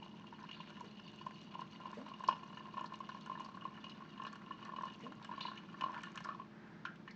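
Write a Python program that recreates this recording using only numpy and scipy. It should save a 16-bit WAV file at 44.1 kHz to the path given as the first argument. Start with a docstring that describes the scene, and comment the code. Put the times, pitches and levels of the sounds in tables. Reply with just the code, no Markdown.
"""Small kitchen: hot water runs from a kettle into a ceramic mug, over a low machine hum.
Trapped bubbles ring the mug's air column; bursts of random impacts ring its modes as patter and spray.
The stream thins to a trace, a faint hiss swells, and two drips fall, each a slap and a gliding tone.
Behind: a soft rub (swelling low noise) and two low blips (upward-sliding harmonics with noise)."""
import sys
import numpy as np
from scipy import signal
from scipy.fft import rfft, irfft
from scipy.io import wavfile
from scipy.ndimage import uniform_filter1d

SR = 44100
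rng = np.random.default_rng(int(sys.argv[2]) if len(sys.argv) > 2 else 0)


def transcribe(signal):
    """Save signal, clipped to [-1, 1], as a 16-bit WAV file at the path in sys.argv[1]."""
    frames = np.atleast_2d(signal).T
    limited = np.clip(frames, -1, 1)
    pcm = np.round(limited * 32767).astype(np.int16)
    wavfile.write(sys.argv[1], SR, pcm)


N = 315315
TIME_S = np.arange(N) / SR
BRIEF_S = TIME_S[:SR // 5]   # time axis of one short event

# Table levels are nominal: before the trims, mug colour and microphone.
# Steady hum lines: line_hz, level_rms_db, wander_rms_hz
HUM_LINES = [(46.7, -87, 2.2), (64.6, -83, 5.8), (196.5, -65.5, 2.94), (214.9, -61, 1.014), (244, -72, 3),
             (343.4, -70, 2.085), (440, -76, 1.9), (607, -79.5, 2.7)]
# Spectrum of the dull rush, relative: freq_hz, density_db_per_hz
RUSH_SPECTRUM = [(36, -52.5), (50, -24), (82, -30.5), (100, -12), (135, -7), (168, 1), (228, -7.5),
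                 (285, -7), (330, -8), (450, -19.5), (900, -19), (1600, -26), (2400, -29), (4500, -35.5),
                 (8000, -47)]
# Low blips: start_s, level_db, start_pitch_hz
LOW_BLIPS = [(1.963, -48, 212.7), (5.03, -49.5, 214.2)]
# Air column resonances: freq_hz, width_hz, gain_db
AIR_MODES = [(558, 110, -11.5), (1040, 72, 4)]
# Thud resonances: freq_hz, width_hz, gain_db
THUD_MODES = [(320, 25, 0.88), (631, 94, -1)]
# Mug resonances driven by patter: freq_hz, width_hz, gain_db
PATTER_MODES = [(614, 100, -15.5), (1050, 130, 4.5), (1415, 110, 9), (1598, 120, 3.5), (1761, 45, 8),
                (2230, 63, -11)]
# Mug resonances driven by spray: freq_hz, width_hz, gain_db
SPRAY_MODES = [(2477, 270, -1.5), (2894, 110, 4.5), (3130, 250, -2.5), (4170, 410, -10), (5150, 840, -20),
               (6870, 380, -22)]
# Narrow peaks and dips of mug and surroundings, shared by all the water: freq_hz, width_hz, gain_db
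MUG_COLOUR = [(830, 9.8, 6.5), (1211, 80, -9.5), (1272, 14, 3.5), (1380, 8.6, 4.5), (1627, 17, 6),
              (1787, 58, 3), (2090, 11, 4), (4200, 260, 1), (4900, 240, -5.5), (5220, 27, 8)]
# Droplets on the mug wall: start_s, level_db
WALL_TICKS = [(0.807, -49.5), (1.264, -57), (1.429, -61), (2.194, -57), (2.239, -50), (2.809, -53),
              (2.842, -54), (3.003, -58), (3.402, -51), (4.236, -51), (4.651, -49.5), (4.823, -52.5),
              (4.854, -51.5), (5.919, -56), (6.018, -54), (6.119, -55)]
# Bursts of tiny bubbles: start_s, level_db, centre_hz
FIZZ_BURSTS = [(1.4155, -48.5, 3520), (1.608, -46, 4730), (2.089, -53, 4100), (2.278, -31.5, 4700),
               (2.283, -37, 4800), (2.8583, -41.5, 4360), (2.936, -47, 4060), (2.955, -50, 4200),
               (3.09, -45, 4140), (3.21, -44, 3820), (3.4462, -44.5, 4600), (3.8952, -42.5, 4000),
               (4.2667, -43.5, 3700), (4.6498, -51, 3970), (4.936, -51, 4100), (5.226, -45.5, 3700),
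               (5.41, -41.5, 4200), (5.8377, -45, 3960), (6.241, -42, 5240), (6.958, -51, 2650),
               (7.109, -46, 4480)]
# Froth where the jet drags in air: start_s, level_rms_db, peak_delay_s
FROTH_FLARES = [(0.509, -65.5, 0.036), (1.059, -63.5, 0.01), (5.405, -47, 0.0072), (5.451, -52, 0.0089)]
# Drips: start_s, impact_db, impact_pitch_hz, bubble_db, bubble_pitch_hz, glide_hz_per_s, bubble_peak_delay_s
DRIP_EVENTS = [(6.8512, -35, 1470, -49.5, 1421, 1490, 0.018), (7.076, -42, 1825, -57, 1860, 5440, 0.014)]
# Smaller bubbles on the upper air column mode: start_s, level_db
UPPER_PLINKS = [(0.026, -46), (0.268, -49), (0.489, -43), (0.512, -40), (0.528, -45), (0.544, -46),
                (0.604, -42.5), (0.674, -50), (0.767, -48.5), (0.994, -47), (1.077, -46.5), (1.405, -51.5),
                (1.515, -49.5), (1.54, -43), (1.609, -50.5), (1.857, -48), (2.08, -52), (2.137, -43.5),
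                (2.243, -44), (2.289, -42), (2.311, -42), (2.326, -41), (2.432, -51.5), (2.571, -47.5),
                (2.739, -49), (2.773, -45.5), (2.792, -42.5), (2.94, -44), (3.007, -58), (3.088, -49.5),
                (3.326, -49.5), (3.406, -45.5), (3.61, -47), (3.639, -51), (3.766, -51), (3.841, -41),
                (3.863, -45), (3.895, -48), (3.916, -47), (4.176, -48.5), (4.218, -44.5), (4.249, -41.5),
                (4.267, -47), (4.52, -45), (4.627, -46), (4.762, -42.5), (4.878, -49.5), (5.036, -50.5),
                (5.122, -53), (5.348, -53), (5.375, -48), (5.406, -37), (5.434, -42), (5.452, -48),
                (5.467, -40), (5.574, -40.5), (5.835, -42.5)]
# Sharp, broad cracks of the water, some as a bubble is trapped: start_s, air_column_db, patter_db, spray_db,
# tick_db
SLAP_EVENTS = [(0.703, -45, -55, -53, -59), (0.845, -50, -64, -59, -63), (0.995, -50, -51.5, -62, -73),
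               (1.309, -47, -49.5, -58.5, -62), (1.915, -54, -59, -73, -52.5), (3.261, -44, -46, -52, -50),
               (3.774, -50, -48, -65, -71), (4.329, -57, -51, -63, -49.5), (4.356, -51, -44.5, -63, -55),
               (5.121, -45, -45.5, -51, -72), (5.246, -52, -41.5, -48, -46.5), (5.687, -58, -52, -66, -69),
               (5.809, -35, -45, -37.5, -63), (5.943, -50, -38, -47.5, -61), (6.034, -47.5, -38, -44, -42),
               (6.157, -49, -47, -58, -43), (6.175, -43, -39, -38.5, -51), (6.205, -44, -49, -54, -51),
               (6.246, -49, -38, -64, -43.5)]
# Loudest plops: start_s, level_db, pitch_hz, patter_re_level_db
LOUD_PLOPS = [(0.024, -44.5, 897, -18), (0.325, -41.5, 945, -13), (0.421, -47, 985, -29),
              (0.438, -40.5, 996, -22), (0.49, -48, 1100, -7), (0.601, -39, 1015, -17),
              (0.809, -37, 982, -22), (1.212, -40.5, 1036, -10), (1.265, -30, 1023, -18.5),
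              (1.539, -51, 1040, 0), (1.552, -35, 1000, -28), (1.591, -35, 1008, -16),
              (1.617, -35, 1033, -13), (1.834, -44, 1044, -20), (1.855, -34, 1018, -19),
              (1.878, -44, 1005, -24), (1.929, -38.5, 1016, -8), (2.115, -38, 1060, -23),
              (2.14, -44, 1040, -21), (2.205, -34.5, 1040, -26.5), (2.237, -32.5, 1023, -7.5),
              (2.286, -14.5, 1036, -20), (2.309, -33.5, 1010, -3), (2.325, -32.5, 966, -12),
              (2.431, -38.5, 1050, -14), (2.571, -41.5, 1010, -1.5), (2.605, -42.5, 1036, -8),
              (2.653, -41.5, 1040, -15), (2.684, -43.5, 1024, -15), (2.74, -38.5, 1040, -12),
              (2.769, -33.5, 1090, -11.5), (2.779, -29.5, 1030, -22), (2.792, -38, 1005, -6),
              (2.81, -31, 1040, -19), (2.841, -33.5, 1000, -11), (2.857, -41, 1020, -10),
              (2.921, -36.5, 1040, -8), (2.938, -40.5, 1013, -14), (3.004, -33.0, 1057, -19),
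              (3.09, -36, 1047, -3), (3.119, -40.5, 1040, -18), (3.147, -38, 1050, -12),
              (3.273, -42, 1030, -7), (3.297, -31, 1044, -20), (3.316, -32.5, 1050, -22),
              (3.352, -39.5, 995, -4), (3.374, -39, 1007, -16), (3.404, -34, 1010, -21),
              (3.447, -44, 1050, -12), (3.487, -39, 1070, -12), (3.544, -43.5, 1065, -12.5),
              (3.571, -40.5, 1062, -3), (3.62, -42, 1090, -6), (3.652, -29.5, 1062, -39),
              (3.841, -41.5, 1040, -13), (3.866, -44, 1050, -12), (4.005, -43, 1060, -16),
              (4.021, -41.5, 1076, -11), (4.177, -46, 1040, -9), (4.198, -35, 1060, -10.5),
              (4.22, -37, 1066, -10), (4.237, -39, 1070, -16), (4.248, -38, 1100, -2),
              (4.266, -36, 1078, -3.5), (4.33, -41.5, 1116, -4), (4.468, -46, 1050, -14),
              (4.508, -33, 1073, -10.5), (4.614, -48, 1080, -15), (4.626, -41.5, 1090, -18),
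              (4.652, -42, 1110, -6), (4.691, -35.5, 1057, -9.5), (4.72, -37.5, 1070, -15),
              (4.736, -39, 1000, -23), (4.762, -37, 1060, -15), (4.785, -32, 1093, -15),
              (4.809, -35.5, 1013, -7), (4.834, -29, 1050, -19), (4.854, -37.5, 1054, -9),
              (4.866, -39, 1024, -16), (4.878, -44, 1050, -1), (5.064, -38.5, 1057, -8.5),
              (5.291, -36.5, 997, -16), (5.313, -34, 992, -10), (5.325, -40, 1070, -11),
              (5.336, -38.5, 1100, -7), (5.378, -34, 1060, -21), (5.409, -35.5, 1030, -14),
              (5.433, -48, 1040, -2), (5.452, -31.0, 990, -13), (5.483, -36, 1043, -10),
              (5.515, -37, 1080, -5), (5.741, -41.5, 1116, -2), (5.82, -28.5, 1040, -12),
              (5.838, -23.5, 1070, -18), (5.861, -31, 1054, -17), (5.882, -36.5, 1110, -19),
              (5.894, -35.5, 994, -18), (5.904, -36, 1018, -19), (5.963, -37, 974, 0),
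              (5.981, -42, 1040, -5), (6.033, -41, 1090, -20), (6.07, -40.5, 1104, -6),
              (6.255, -36.5, 1054, -11), (6.268, -39, 1140, -4), (6.288, -27.5, 1115, -9),
              (6.304, -37, 1230, -18), (6.314, -43, 1090, -7), (6.325, -43, 1230, -5),
              (6.347, -39.5, 1040, -26), (6.397, -36, 1060, -21), (6.416, -43.5, 1090, -16)]
# Flow of the stream: time_s, gurgle_db, patter_db, spray_db
STREAM_FLOW = [(0.0, -64.5, -78.5, -67), (0.61, -63.5, -65.5, -62.5), (1.03, -69.5, -77, -64),
               (2.06, -59, -72, -63), (2.971, -60, -68, -64.5), (3.09, -63.5, -73, -62.5),
               (3.44, -56.5, -75, -65), (3.64, -61.5, -66.5, -68.5), (4.16, -62.5, -69, -63.5),
               (4.74, -58.5, -64, -67), (4.91, -61.5, -73, -59.5), (5.14, -62.5, -73, -73),
               (5.43, -61, -59, -60), (5.74, -63.5, -69.5, -69), (5.93, -51, -55.5, -62.5),
               (6.02, -63, -61, -60.5), (6.21, -64, -59, -65), (6.37, -55, -71.5, -70),
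               (6.5, -67, -67, -85)]

# Room
RUSH_DB, RUSH_DEFICIT_DB, RUSH_SETTLE_S = -57.5, 1.5, 2   # starts softer by the deficit; time constant
KITCHEN_T60_S, KITCHEN_DB = 0.33, -11.5
CUTOFF_HZ = 8600
RUB_START_S, RUB_DB, RUB_HZ = 0.82, -57.5, 380
# Stream
GURGLE_TRIM_DB, PATTER_TRIM_DB, SPRAY_TRIM_DB = -2, -3, -1
SIZZLE_RE_SPRAY_DB = -10   # follows the spray level, without its trim
RINGING_RE_GURGLE_DB, RINGING_RATE_HZ = -6, 99   # the air column sings on between plops
THIN_START_S, THIN_END_S = 6.38, 6.5
# The air column shortens as the mug fills
EMPTY_HZ, FULL_HZ, FILL_S, PITCH_SCATTER_HZ = 985, 1151, 4.8, 30
UPPER_HZ, UPPER_RISE_HZ_PER_S, UPPER_SCATTER_HZ = 2839, 14, 20
# Plops
PLOP_TRIM_DB, PLOP_LEAD_S, PLINK_TRIM_DB = -3, 0.00052, -3.5
PLOP_SPRAY_DB, THUD_DB = -20, -10   # re the note
USUAL_PLOP_DB, LOSS_DB_PER_DB = -38.5, 0.14   # big plops: relatively less spray and thud
SCOOP, SCOOP_S = 0.36, 0.00067   # starts this share flat; settling time constant
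THUD_CUT_HZ = 220   # the small mug radiates little below this
SMALL_PLOPS_PER_S, SMALL_PLOP_RE_GURGLE_DB, SMALL_SPREAD_DB = 14, 7, 0.5
SMALL_PATTER_DB, SMALL_SPRAY_DB = -9, -12.5   # re the note
# Fizzes and droplets
FIZZ_TRIM_DB, USUAL_FIZZ_DB = -5.5, -47
FIZZ_TICK_DB, FIZZ_TICK_FOLLOWS = -57, 0.14   # tick of a usual fizz; share of the fizz's level swing
RIM_DB_PER_S = -1   # re mid-pour; negative: the highest sounds lose level as the pour goes on
STRAYS_PER_S, STRAY_DB, STRAY_SPREAD_DB = 28, -63, 3.5
STRAY_LOW_HZ, STRAY_HIGH_HZ, STRAY_CYCLES = 1830, 7100, 8.3
GRAINS_PER_S, FIRST_CONTACT = 12000, 2.3   # impacts within a splash; boost of the first


def from_db(db):
    """Decibels to gain."""
    return 10 ** (np.asarray(db) / 20)


def rms_one(x):
    """Scale to an rms of one."""
    return x / np.sqrt(np.mean(x ** 2) + 1e-20)


def add(out, start_s, sound):
    """Mix a short sound in at start_s."""
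    at = max(int(start_s * SR), 0)
    out[at:at + len(sound)] += sound[:N - at]


def lowpass(x, order, cut_hz):
    """Butterworth treble cut."""
    return signal.sosfilt(signal.butter(order, cut_hz, fs=SR, output="sos"), x)


def drift(rate_hz):
    """Slow random motion, rms of one: low-passed noise."""
    freq_hz = np.fft.rfftfreq(N, 1 / SR)
    spectrum = rfft(rng.standard_normal(N)) / (1 + (freq_hz / rate_hz) ** 2)
    return rms_one(irfft(spectrum, N))


def surges(rate_hz, depth_db):
    """Gain that wobbles at random within +/- depth_db."""
    return from_db(depth_db * np.tanh(drift(rate_hz)))


def resonate(x, modes):
    """Parallel two-pole resonances with alternating signs."""
    out = 0
    for k, (hz, width_hz, gain_db) in enumerate(modes):
        r = np.exp(-np.pi * width_hz / SR)
        poles = [1, -2 * r * np.cos(2 * np.pi * hz / SR), r * r]
        ring = signal.lfilter([1, 0, -1], poles, x + 1e-18)
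        out = out + (-1) ** k * from_db(gain_db) * (1 - r * r) / 2 * ring
    return out


def swell(peak_s):
    """Envelope of a driven resonance: builds to one at peak_s, then dies."""
    return BRIEF_S / peak_s * np.exp(1 - BRIEF_S / peak_s)


def glide(hz, rise_hz_per_s):
    """Phase of a tone with linearly rising pitch."""
    return 2 * np.pi * (hz + rise_hz_per_s * BRIEF_S / 2) * BRIEF_S


def splash(modes, decay_s):
    """Decaying burst of separate tiny impacts rings the modes; peak of about one."""
    hits = rng.random(len(BRIEF_S)) < GRAINS_PER_S / SR
    burst = rng.standard_normal(len(BRIEF_S)) * hits * np.exp(-BRIEF_S / decay_s)
    burst[0] += FIRST_CONTACT
    sound = resonate(burst, modes)
    return sound / (2 * np.sqrt(uniform_filter1d(sound ** 2, size=100).max()))


def droplets(per_s, spread_db, clumps):
    """Random impacts of uneven size and either sign, scaled by the clumps gain."""
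    size_db = spread_db * np.minimum(rng.exponential(1, N), 3.5)
    sizes = from_db(size_db) * rng.choice([-1, 1], N)
    return sizes * (rng.random(N) < per_s / SR) * clumps


def bubbles(low_hz, high_hz, per_s, cycles, clumps):
    """Small bubbles of ten sizes, each ringing for a few cycles at its own pitch; rms of one."""
    clicks = droplets(per_s, 4.3, clumps)
    size_class = rng.integers(0, 10, N)
    out = np.zeros(N)
    for k, hz in enumerate(np.geomspace(low_hz, high_hz, 10)):
        out += resonate(clicks * (size_class == k), [(hz, hz / cycles, 0)])
    return rms_one(out)


def column_hz(time_s):
    """Air column pitch, rising as the mug fills."""
    return FULL_HZ + (EMPTY_HZ - FULL_HZ) * np.exp(-time_s / FILL_S)


def exposure_db(time_s):
    """Level slope of the highest sounds, zero at mid-pour."""
    return RIM_DB_PER_S * (time_s - THIN_START_S / 2)


def flow():
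    """Gurgle, patter and spray levels in dB at every sample, interpolated."""
    time_s, *levels_db = np.transpose(STREAM_FLOW)
    return [np.interp(TIME_S, time_s, level_db) for level_db in levels_db]


def kitchen(x):
    """Diffuse reflections from nearby walls: decaying noise, evened so that no single pitch rings on."""
    t = TIME_S[:SR // 2]
    fade = from_db(-60 * t / KITCHEN_T60_S) * (t > .006)
    tail = rng.standard_normal(len(t)) * fade
    for _ in range(10):   # flatten the spectrum, then restore the decay
        tail = irfft(np.exp(1j * np.angle(rfft(tail))), len(t))
        tail = tail * fade / np.sqrt(np.abs(uniform_filter1d(tail ** 2, size=400)) + 1e-20)
    return from_db(KITCHEN_DB) * signal.fftconvolve(x, tail / np.linalg.norm(tail))[:N]


def hum():
    """Machine drone: sines of wandering pitch on a dull rush of shaped noise."""
    hz, db = np.transpose(RUSH_SPECTRUM)
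    freq_hz = np.fft.rfftfreq(N, 1 / SR)
    shape = from_db(np.interp(np.log(freq_hz + 1), np.log(hz), db))
    rush = rms_one(irfft(rfft(rng.standard_normal(N)) * shape, N))
    out = from_db(RUSH_DB - RUSH_DEFICIT_DB * np.exp(-TIME_S / RUSH_SETTLE_S)) * rush
    for line_hz, line_db, wander_hz in HUM_LINES:
        phase = 2 * np.pi * np.cumsum(line_hz + wander_hz * drift(6.14)) / SR
        out += from_db(line_db) * np.sqrt(2) * np.sin(phase)
    return out


def rub():
    """Soft rub: low resonant noise swells and fades."""
    out = np.zeros(N)
    noise = rms_one(resonate(rng.standard_normal(len(BRIEF_S)), [(RUB_HZ, 110, 0)]))
    add(out, RUB_START_S, from_db(RUB_DB) * swell(peak_s=0.028) ** 2 * noise)
    return out


def blips():
    """Faint noise swish leads into three upward-sliding harmonics with a low rustle."""
    out = np.zeros(N)
    for start_s, db, hz in LOW_BLIPS:
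        phase = glide(hz, 1000)
        tone = swell(peak_s=0.03) ** 1.4 * np.sin(phase)
        tone += swell(peak_s=0.014) ** 3.2 * np.sin(2 * phase)
        tone += 0.099 * swell(peak_s=0.0073) ** 3 * np.sin(3 * phase)
        rustle = rms_one(resonate(rng.standard_normal(len(BRIEF_S)), [(560, 94, 0)]))
        swish = rms_one(resonate(rng.standard_normal(len(BRIEF_S)), [(2040, 860, 0)]))
        noise_swell = swell(peak_s=0.025) ** 2
        add(out, start_s, from_db(db) * (tone + 0.58 * noise_swell * rustle))
        add(out, start_s - .04, from_db(db - 14.5) * noise_swell * swish)
    return out


def colour(x):
    """Mug and surroundings: narrow resonances ring on, dips stay dark."""
    for hz, width_hz, gain_db in MUG_COLOUR:
        x = x + (from_db(gain_db) - 1) * resonate(x, [(hz, width_hz, 0)])
    return x


def foam():
    """Faint resonant hiss swells and fades as the stream ends."""
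    hiss = rms_one(resonate(rng.standard_normal(N), [(960, 370, -1.8), (1650, 470, -0.16)]))
    return from_db(-62.5) * hiss * np.interp(TIME_S, [6.42, 6.63, 6.9, 7.15], [0.012, 0.93, 0.38, 0.11])


def strays():
    """Stray droplets hit water and wall at random: crisp ticks, each at its own pitch."""
    out = np.zeros(N)
    for k, (late, size) in enumerate(rng.random((int(THIN_START_S * STRAYS_PER_S), 2))):
        start_s = (k + late) / STRAYS_PER_S
        hz = STRAY_LOW_HZ * (STRAY_HIGH_HZ / STRAY_LOW_HZ) ** size
        db = STRAY_DB + exposure_db(start_s) + STRAY_SPREAD_DB * rng.standard_normal()
        add(out, start_s, from_db(db) * splash([(hz, hz / STRAY_CYCLES, 0)], decay_s=0.0005))
    return out


def ticks():
    """Droplet strikes the glaze: a very short, bright impact burst."""
    out = np.zeros(N)
    for start_s, db in WALL_TICKS:
        add(out, start_s, from_db(db) * splash([(5900, 2900, 0)], decay_s=0.0017))
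    return out


def fizzes():
    """Cluster of tiny bubbles bursts: sizzle at their pitch, longer if louder, plus a thin tick."""
    out = np.zeros(N)
    for start_s, db, hz in FIZZ_BURSTS:
        excess_db = db - USUAL_FIZZ_DB
        sizzle = lowpass(splash([(hz, 750, 0)], decay_s=0.009 * from_db(0.072 * excess_db)), 4, 6200)
        tick = splash([(6700, 4400, 0)], decay_s=0.00087)
        tick_db = FIZZ_TICK_DB + FIZZ_TICK_FOLLOWS * excess_db + exposure_db(start_s)
        add(out, start_s, from_db(db + FIZZ_TRIM_DB) * sizzle + from_db(tick_db) * tick)
    return out


def froth():
    """Dense crowd of tiny ringing bubbles flares up and dies away."""
    level = np.zeros(N)
    for start_s, db, peak_s in FROTH_FLARES:
        add(level, start_s, from_db(db) * swell(peak_s) ** 0.46)
    crowd = bubbles(3400, 4620, per_s=1100, cycles=66, clumps=1)
    return level * lowpass(crowd, 4, 5200)


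def drips():
    """Drip slaps the surface; its bubble rings with wobbling level and phase, gliding upward."""
    out = np.zeros(N)
    shake = drift(100)
    for start_s, db, hz, bubble_db, bubble_hz, rise_hz_per_s, peak_s in DRIP_EVENTS:
        slap = 0.64 * swell(peak_s=0.0032) ** 1.7 * np.sin(glide(hz, 0))
        slap += 0.47 * swell(peak_s=0.0027) ** 1.3 * np.sin(glide(AIR_MODES[1][0], 0))
        slap += 0.95 * splash(PATTER_MODES, decay_s=0.003)
        slap += 0.39 * splash(SPRAY_MODES, decay_s=0.01)
        wobble = np.roll(shake, -int(start_s * SR))[:len(BRIEF_S)]
        envelope = swell(peak_s) ** 0.78 * from_db(3.6 * np.tanh(wobble))
        bubble = envelope * np.sin(glide(bubble_hz, rise_hz_per_s) + 1.6 * wobble)
        add(out, start_s, from_db(db) * slap + from_db(bubble_db) * bubble)
    return out


def plinks():
    """Smaller bubble rings the upper air column mode, which creeps up, inside a burst of spray."""
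    out = np.zeros(N)
    for start_s, db in UPPER_PLINKS:
        hz = UPPER_HZ + UPPER_RISE_HZ_PER_S * start_s + UPPER_SCATTER_HZ * rng.standard_normal()
        note = swell(peak_s=0.0032) ** 0.78 * np.sin(glide(hz, 0))
        spray = splash(SPRAY_MODES, decay_s=0.0087)
        add(out, start_s, from_db(db + PLINK_TRIM_DB) * (0.66 * note + 0.76 * spray))
    return out


def slaps():
    """Water lands with a sharp, broad crack: bursts in all mode groups."""
    out = np.zeros(N)
    for start_s, air_db, patter_db, spray_db, tick_db in SLAP_EVENTS:
        sound = from_db(air_db) * splash(AIR_MODES, decay_s=0.00067)
        sound += from_db(patter_db) * splash(PATTER_MODES, decay_s=0.0037)
        sound += from_db(spray_db) * splash(SPRAY_MODES, decay_s=0.0062)
        sound += from_db(tick_db) * splash([(6000, 4700, 0)], decay_s=0.0026)
        add(out, start_s, sound)
    return out


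def plop(hz, patter_db, spray_db, thud_db):
    """Large bubble pumps the air column for a few cycles, thuds in the water and throws spray."""
    pitch_hz = hz * (1 - SCOOP * np.exp(-BRIEF_S / SCOOP_S))
    note = swell(peak_s=0.0035) ** 1.78 * np.sin(2 * np.pi * np.cumsum(pitch_hz) / SR)
    thud = from_db(thud_db) * splash(THUD_MODES, decay_s=0.00082)
    thud = signal.sosfilt(signal.butter(2, THUD_CUT_HZ, "high", fs=SR, output="sos"), thud)
    patter = lowpass(1.02 * from_db(patter_db) * splash(PATTER_MODES, decay_s=0.0061), 2, 3200)
    spray = from_db(spray_db) * splash(SPRAY_MODES, decay_s=0.0081)
    return note + thud + patter + spray


def small_plops():
    """Weaker bubbles, one at a random moment per slot, follow the gurgle level and filling pitch."""
    out, gurgle_db = np.zeros(N), flow()[0]
    for k in range(int(THIN_START_S * SMALL_PLOPS_PER_S)):
        start_s = (k + rng.random()) / SMALL_PLOPS_PER_S
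        db = np.interp(start_s, TIME_S, gurgle_db) + SMALL_PLOP_RE_GURGLE_DB
        db += SMALL_SPREAD_DB * rng.standard_normal()
        hz = column_hz(start_s) + PITCH_SCATTER_HZ * rng.standard_normal()
        add(out, start_s, from_db(db) * plop(hz, SMALL_PATTER_DB, SMALL_SPRAY_DB, THUD_DB))
    return out


def plops():
    """Jet traps large bubbles at uneven intervals; louder ones are rounder."""
    out = np.zeros(N)
    for start_s, db, hz, patter_db in LOUD_PLOPS:
        loss_db = LOSS_DB_PER_DB * (db - USUAL_PLOP_DB)
        sound = plop(hz, patter_db, PLOP_SPRAY_DB - loss_db, THUD_DB - loss_db)
        add(out, start_s - PLOP_LEAD_S, from_db(db + PLOP_TRIM_DB) * sound)
    return out


def ringing():
    """Churning surface keeps the air column singing unevenly: two drifting quadratures, rms near one."""
    phase = 2 * np.pi * np.cumsum(column_hz(TIME_S)) / SR
    return drift(RINGING_RATE_HZ) * np.cos(phase) + drift(RINGING_RATE_HZ) * np.sin(phase)


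def stream():
    """Jet churns the surface: random drops and bubbles ring as gurgle, patter, spray and sizzle."""
    gurgle_db, patter_db, spray_db = flow()
    clumps = surges(rate_hz=36, depth_db=8)
    foaming = surges(rate_hz=32, depth_db=5.5)
    gurgle = rms_one(resonate(droplets(per_s=300, spread_db=5.0, clumps=clumps), AIR_MODES))
    gurgle += from_db(RINGING_RE_GURGLE_DB) * ringing()
    patter = 1.24 * rms_one(resonate(droplets(per_s=310, spread_db=-1.5, clumps=clumps), PATTER_MODES))
    patter += 0.68 * bubbles(1250, 2500, per_s=520, cycles=20, clumps=clumps)
    spray = 0.39 * rms_one(resonate(droplets(per_s=900, spread_db=7.5, clumps=foaming), SPRAY_MODES))
    spray += 0.61 * bubbles(2825, 2925, per_s=390, cycles=43, clumps=foaming)
    sizzle = bubbles(3300, 4650, per_s=600, cycles=70, clumps=foaming)
    sizzle += 0.3 * bubbles(5600, 6500, per_s=370, cycles=18, clumps=foaming)
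    out = from_db(gurgle_db + GURGLE_TRIM_DB) * gurgle
    out += from_db(patter_db + PATTER_TRIM_DB) * patter
    out += from_db(spray_db + SPRAY_TRIM_DB) * spray
    out += from_db(spray_db + SIZZLE_RE_SPRAY_DB) * sizzle
    return out * np.interp(TIME_S, [THIN_START_S, THIN_END_S], [1, .03])


def scene():
    """Water, rub and blips with room reflections, over the dry hum."""
    drone = hum()
    background = rub() + blips()
    droplet_sounds = foam() + strays() + ticks() + fizzes() + froth() + drips()
    bubble_sounds = plinks() + slaps() + small_plops() + plops()
    water = colour(droplet_sounds + bubble_sounds + stream())
    return (water + background + kitchen(water + background) + drone)[None]


def record(dry):
    """Dull microphone (low-pass), steep top cut and a trace of hiss."""
    dull = lowpass(dry, 5, 6600)
    cut = signal.sosfilt(signal.ellip(8, .5, 70, CUTOFF_HZ, fs=SR, output="sos"), dull)
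    return cut + from_db(-100) * rng.standard_normal(dry.shape)


dry = scene()
out = record(dry)
transcribe(out)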